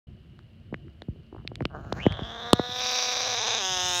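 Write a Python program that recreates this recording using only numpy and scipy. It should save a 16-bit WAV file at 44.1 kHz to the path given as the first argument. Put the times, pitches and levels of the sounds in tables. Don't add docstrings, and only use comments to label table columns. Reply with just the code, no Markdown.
import sys
import numpy as np
from scipy import signal
from scipy.io import wavfile
from scipy.ndimage import uniform_filter1d

SR = 44100
rng = np.random.default_rng(int(sys.argv[2]) if len(sys.argv) > 2 else 0)


def pcm_store(signal):
    levels = np.round(np.clip(np.atleast_2d(signal), -1, 1) * 32767)
    wavfile.write(sys.argv[1], SR, levels.astype(np.int16).T)


def magnitude_from_level(level_db):
    exponent = np.asarray(level_db, float) / 20
    return 10 ** exponent


N = 176400
T = np.arange(N) / SR


def evened(x):
    return x / np.sqrt(np.mean(x ** 2) + 1e-20)


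def columns(table):
    s, *cols = np.transpose(table)
    return [np.interp(T, s, c) for c in cols]


def cut(x, hz, kind, order):
    return signal.sosfilt(signal.butter(order, hz, kind, fs=SR, output="sos"), x)


def resonate(x, hz, width):
    turn = np.exp(2j * np.pi * np.cumsum(hz * np.ones(len(x))) / SR)
    r = np.exp(-np.pi * width / SR)
    return 2 * (turn * signal.lfilter([1 - r], [1, -r], x / turn + 1e-18)).real


def twice(x, hz, width):
    return resonate(resonate(x, hz, 2 * width), hz, width)


def ring(x, hz, width):
    lo, hi = width.min(), width.max()
    wide = (width - lo) / (hi - lo + 1)
    return (1 - wide) * resonate(x, hz, lo) + wide * resonate(x, hz, hi)


def clicks(at_s, size):
    at, k, out = at_s * SR, np.arange(-8, 9), np.zeros(N)
    i = np.round(at).astype(int)[:, None] + k
    u = i - at[:, None]
    np.add.at(out, np.clip(i, 0, N - 1), size[:, None] * np.sinc(u) * np.cos(np.pi * u / 18) ** 2)
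    return out


def coloured(points, patchy_db, span):
    hz = np.fft.rfftfreq(1024, 1 / SR)
    real, imag, patches = rng.standard_normal((N // 256 + 5, 513, 3)).T
    patches = uniform_filter1d(patches, size=span, axis=0)
    patches = evened(uniform_filter1d(patches, size=6, axis=1))
    f, db = np.transpose(points)
    shape_db = np.interp(np.log(hz + 1), np.log(f + 1), db)
    z = (real + 1j * imag) * magnitude_from_level(shape_db[:, None] + patchy_db * patches)
    return evened(signal.istft(z, nperseg=1024, noverlap=768)[1][:N])


# (frequency [Hz], density [dB per Hz])
WIND = [(15, -38), (25, -7.5), (80, 2), (181, -6.5), (275, -21.5), (334, -12), (474, -29.5), (700, -27.5),
        (910, -75), (1540, -120)]
# (time [s], wind level [dB])
GUSTS = [(.07, -44), (.2, -49), (.6, -51), (.75, -44), (1.0, -50), (1.15, -43.5), (1.27, -48), (1.45, -44),
         (1.62, -39), (1.7, -42), (2.0, -35.5), (2.12, -38), (2.25, -45), (2.7, -49), (3.0, -58),
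         (3.6, -56), (3.7, -47), (3.8, -50.5)]


def wind():
    return magnitude_from_level(columns(GUSTS)[0]) * coloured(WIND, patchy_db=3.5, span=6)


# (frequency [Hz], density [dB])
AIR = [(200, -9.5), (400, -3.5), (900, -13.5), (1400, -11.5), (2300, -13), (4300, -18.5), (6000, -31),
       (15500, -38)]


def air():
    return magnitude_from_level(-68) * coloured(AIR, patchy_db=0.0, span=30)


def insects():
    chorus = rng.standard_normal(N)
    for _ in range(3):
        chorus = resonate(chorus, 2900, 2 * 260)
    return magnitude_from_level(-71) * evened(chorus)


def hum():
    return magnitude_from_level(-60.5) * evened(twice(rng.standard_normal(N), 226.6, 4.8))


def lens_ticks():
    ticks_per_s, ring_hz, level_db, spread_db = 30, 4400, -62, 3
    s = np.arange(3, 119) / ticks_per_s
    sizes = magnitude_from_level(level_db + spread_db * rng.standard_normal(len(s)))
    return twice(clicks(s, sizes), ring_hz, 940.0) * 9


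# (time [s], peak [dB], low ring [Hz], high ring [Hz], high ring level [dB])
TAPS = [(.391, -39.5, 1370, 4100, -7), (.743, -21, 1830, 2840, -26), (0.882, -46.5, 1430, 2100, -13),
        (1.02, -30, 1630, 3900, 1.5), (1.476, -16, 2490, 3570, 1.5), (1.556, -24.5, 2360, 3450, 3),
        (1.606, -28.5, 2100, 3480, -40), (1.623, -33, 1310, 1990, -13), (1.654, -10, 1430, 2900, 8.5),
        (1.927, -21.5, 1210, 3570, 22), (2.065, -17.5, 1890, 2900, -14), (2.123, -25.5, 2340, 3860, -24),
        (2.19, -35, 1240, 3730, -14), (2.532, 5.5, 1320, 3200, 4), (2.596, -26, 1620, 4040, -8)]


def taps():
    contact_s, ring_width_hz, crack_db = 0.000095, 800, -27
    t, out = T[:3000], np.zeros(N + 3000)
    for s, db, hz, top_hz, top_db in TAPS:
        hit = (1 + 1.33 * rng.standard_normal(len(t))) * t / contact_s * np.exp(-t / contact_s)
        low_ring = evened(twice(hit, hz, ring_width_hz))
        high_ring = evened(twice(hit, top_hz, 1.45 * ring_width_hz))
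        crack = evened(cut(cut(hit, 3600, "high", order=2), 4500, "low", order=3))
        wave = low_ring + magnitude_from_level(top_db) * (high_ring + magnitude_from_level(crack_db) * crack)
        wave = cut(wave, 7800, "low", order=2)
        out[round(s * SR):][:len(t)] += magnitude_from_level(db) * wave / abs(wave).max()
    return out[:N]


# (time [s], peak [dB], duration [ms])
BUMPS = [(0.726, -24.5, 7.2), (0.741, -29, 3.9), (1.02, -34.5, 4.1), (1.085, -22.5, 13),
         (1.160, -41.5, 9.6), (1.450, -35, 6.8), (1.517, -31.5, 4.5), (1.607, -22.5, 4.1),
         (1.614, -24, 10.2), (1.622, -24, 10.4), (1.653, -19, 4.7), (1.745, -38, 3.5), (1.924, -16.5, 3),
         (1.849, -38, 2.7), (1.984, -30, 13.7), (2.055, -22, 6), (2.065, -5.5, 5.66), (2.192, -24, 2.63),
         (2.219, -25, 13), (2.531, -2.5, 3.98), (2.595, -12, 4.17), (2.69, -37, 9)]


def bumps():
    turns, sweep = 1.209, 0.18
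    t, out = T[:3000], np.zeros(N + 3000)
    for s, db, ms in BUMPS:
        age = 1000 * t / ms
        wave = np.sin(2 * np.pi * turns * np.log(1 + age / sweep))
        wave = wave * np.exp(-age) * (1 - np.exp(-5 * age))
        out[round(s * SR):][:len(t)] += magnitude_from_level(db) * wave / abs(wave).max()
    return out[:N]


# (time [s], low knock [dB], ring level [dB], ring frequency [Hz])
CREAKS = [
    (1.327, -33.5, -44.5, 960),
    (1.348, -36, -40.5, 900),
    (1.364, -41, -42, 1000),
    (1.382, -56, -47, 1360),
    (1.39, -64, -50, 1100),
    (1.400, -52, -55, 1300),
    (1.41, -60, -53, 1200),
    (1.419, -62, -57, 1200),
]


def creaks():
    knock_hz, knock_s, ring_s, sag = 335, 0.0027, .0015, 0.51
    t, out = T[:1500], np.zeros(N + 1500)
    knock = (t / knock_s * np.exp(1 - t / knock_s)) ** 2 * np.sin(2 * np.pi * knock_hz * t)
    bend = 1 + sag * (2 * np.exp(-t / 0.0022) - 1)
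    swell = t / ring_s * np.exp(1 - t / ring_s)
    for s, low_db, ring_db, hz in CREAKS:
        chirp = swell * np.sin(2 * np.pi * np.cumsum(hz * bend) / SR)
        out[round(s * SR) - 40:][:len(t)] += magnitude_from_level(low_db) * knock + magnitude_from_level(ring_db) * chirp
    return out[:N]


# (time [s], pulse rate [Hz], timing jitter [ms], snap lag [ms], snap scatter [ms])
FOLDS = [(1.70, 140.7, 0.41, 1.6, 0.54), (1.76, 150.9, 0.38, 3.7, 0.63), (1.85, 137.3, 0.28, 4.1, 0.41),
         (2.0, 165, 0.35, 2.83, 0.6), (2.2, 177.8, 0.4, 2.4, 0.83), (2.24, 225.3, 0.27, 2.32, 0.57),
         (2.36, 233, 0.18, 1.56, 0.56), (2.55, 241.5, 0.026, 1.08, 0.34), (2.8, 250.1, 0.059, 0.58, 0.25),
         (3.17, 247.6, 0.14, 0.63, 0.3), (3.22, 239.7, 0.12, 0.65, 0.27), (3.32, 232.3, 0.1, 0.77, 0.28),
         (3.38, 222.2, 0.062, 0.78, 0.254), (3.41, 206.7, 0.024, .7, 0.31),
         (3.585, 212.9, 0.036, 0.91, 0.21), (3.625, 189.4, 0.0049, 1.63, 0.053),
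         (3.8, 180.8, 0.029, 1.89, 0.12), (3.83, 182.1, 0.075, 1.88, 0.068),
         (4.0, 176.1, 0.0043, 1.7, 0.038)]
# (time [s], rise [Hz])
CATCHES = [(3.212, 18), (3.241, 19.4), (3.264, 20), (3.282, 34), (3.302, 20.15), (3.317, 14.3),
           (3.343, 29.4), (3.395, 45), (3.44, 44), (3.483, 56.3), (3.508, 49.5), (3.549, 63), (3.581, 43)]


def vocal_folds():
    hz, jitter, lag, scatter = columns(FOLDS)
    rush = sum(rise * np.exp(np.minimum(T - s, 0) / 0.015) * (T < s) for s, rise in CATCHES)
    rate = hz + rush
    turns = np.cumsum(rate) / SR
    i = np.flatnonzero(np.diff(np.floor(turns)) > 0)
    luck = rng.standard_normal((5, len(i)))
    at = (i + (1 - turns[i] % 1) * SR / rate[i]) / SR + jitter[i] * luck[0] / 1000
    even = magnitude_from_level(1.5 * rush[i] / 40) / np.sqrt(hz[i] / 240)
    thud_db = 2.3 * np.minimum(scatter[i] / .3, 1) * luck[1]
    thuds = clicks(at, even * magnitude_from_level(thud_db))
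    late = at + abs(lag[i] + scatter[i] * luck[2]) / 1000
    snap_db = 2 + rush[i] / 40 + 3.5 * np.minimum(scatter[i] / 0.7, 1.3) * luck[3]
    snaps = clicks(late, even * magnitude_from_level(snap_db))
    echoes = clicks(at + lag[i] / 1000, even)
    puff = signal.lfilter([1], [1, -np.exp(-1 / (0.00034 * SR))], abs(thuds) + abs(snaps))
    return thuds, snaps, echoes, puff


# (frequency [Hz], width [Hz], level [dB])
THROAT = [(420, 252, -5.5), (735, 189, 1.5), (1149, 168, -1.5), (1590, 340, -3.5)]
# (time [s], frequency [Hz])
LIFT = [(1.7, 700), (2.4, 704), (3.3, 685), (3.42, 870), (3.6, 780), (4.0, 800)]


def throat(x):
    y = np.zeros(N)
    for k, (hz, width, db) in enumerate(THROAT):
        centre = columns(LIFT)[0] if k == 1 else hz
        y += (-1) ** k * magnitude_from_level(db) * resonate(x, centre, width)
    y = cut(y, 215, "high", order=3)
    shut = np.clip((1.96 - T) / 0.088, 0, 1)
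    return shut * cut(y, 1590, "low", order=10) + (1 - shut) * cut(y, 2084, "low", order=4)


# (frequency [Hz], width [Hz], level at 1 s [dB], growth [dB per s])
SHEEN = [(7860, 2000, -53.5, 12), (9430, 360, -44, 9.5), (12900, 2040, -30, 1.5), (15200, 2400, -37, 2)]


def thin_edge(drive, thuds, snaps, puff):
    hiss = magnitude_from_level(-9) * puff * rng.standard_normal(N)
    x = drive - .3 * thuds + 0.55 * snaps + hiss
    return sum(magnitude_from_level(db + per_s * (T - 1)) * twice(resonate(x, f, 2 * w), f, w) for f, w, db, per_s in SHEEN)


# (time [s], jaw [Hz], cheek [Hz], palate [Hz], main resonance width [Hz], edge level [dB])
HOLLOWS = [(1.7, 2340, 4000, 7000, 378, 11), (2.1, 2400, 4300, 6900, 432, 6),
           (2.24, 2480, 4200, 5100, 430, 3), (2.33, 2565, 4500, 6400, 454, 3),
           (2.5, 2500, 5000, 5840, 450, 4), (2.7, 2350, 4770, 5730, 486, 4.5),
           (2.85, 2400, 4500, 5730, 605, -2.5), (3.2, 2310, 4580, 5800, 650, -5.5),
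           (3.58, 2360, 4960, 6280, 640, -11.5), (3.65, 2900, 5000, 6370, 540, -6),
           (3.8, 2900, 5080, 6280, 540, -4.5), (4.0, 2730, 5300, 6670, 540, 1)]
# (width [Hz], level [dB])
UPPER = [(450, 4), (500, 3.5), (750, 8)]


def open_mouth(front, back, edge, mouth_hz):
    *hollows, width, edge_db = columns(HOLLOWS)
    main = front
    for widening in (1, 2, 3):
        main = ring(main, mouth_hz, widening * width)
    upper = magnitude_from_level(edge_db) * edge
    for k, (hz, (w, db)) in enumerate(zip(hollows, UPPER)):
        upper = upper + (-1) ** k * magnitude_from_level(db) * twice(back if k else front, hz, w)
    return main, upper


# (time [s], effort [dB], mouth resonance [Hz], mouth opening [dB], facing [dB])
BODY = [(1.695, -44, 1430, -26, -37), (1.72, -52, 1390, -27, -32), (1.755, -38, 1350, -21.5, -12),
        (1.8, -49.5, 1270, -17, -8), (1.94, -51, 1290, -6, -10.5), (1.985, -42.5, 1570, 2, -20),
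        (2.03, -47.5, 2900, 10, -26), (2.12, -43, 3320, 0.5, -35), (2.25, -46, 3320, 2, -16.5),
        (2.44, -39.5, 3590, -1.5, -16.5), (2.62, -40, 3740, 0.5, -14.5), (2.72, -40, 3610, 3.5, -9),
        (2.84, -35.5, 3760, 2, 1), (3.0, -36, 3850, 2, 3.5), (3.3, -36, 3800, -0.5, 2.5),
        (3.58, -36, 3650, 1.5, 0.5), (3.65, -34.5, 3526, 0, 3), (4.0, -33.5, 3720, 0.5, 3)]


def cry():
    effort, mouth_hz, opening, facing = columns(BODY)
    thuds, snaps, echoes, puff = vocal_folds()
    drive = thuds - snaps + magnitude_from_level(-24) * puff * rng.standard_normal(N)
    edge = thin_edge(drive, thuds, snaps, puff)
    drive = cut(drive, 6600, "low", order=6)
    front = drive + (1 - .7) * snaps
    back = drive - (1 - .62) * cut(thuds, 6600, "low", order=6)
    main, upper = open_mouth(front, back, edge, mouth_hz)
    spike = cut(cut(thuds - 0.2 * snaps, 6460, "low", order=7), 1100, "high", order=1)
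    low = throat(thuds - 0.1 * echoes - .14 * snaps)
    radiated = evened(main) - magnitude_from_level(facing) * evened(upper) + magnitude_from_level(-9.5 + 0.41 * facing) * evened(spike)
    onset = np.clip((T - BODY[0][0]) / 0.015, 0, 1)
    return -magnitude_from_level(effort) * onset * (evened(low) + magnitude_from_level(opening) * radiated)


def drone():
    tone = evened(twice(rng.standard_normal(N), 110.4, 4.3))
    return magnitude_from_level(-55) * tone * np.clip((T - 3.02) / 0.073, 0, 1)


def scene():
    outdoors = wind() + air() + insects() + hum() + lens_ticks()
    handling = taps() + bumps()
    return (outdoors + handling + creaks() + cry() + drone())[None]


def top_cut(x):
    return signal.sosfilt(signal.butter(12, 16520, fs=SR, output="sos"), x)


def record(dry):
    x = cut(cut(dry, 50, "high", order=3), 15850, "low", order=16)
    x = x * np.clip((T - .069) / 0.003, 0, 1)
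    return top_cut(np.clip(x, -1, 1))


dry = scene()
out = record(dry)
pcm_store(out)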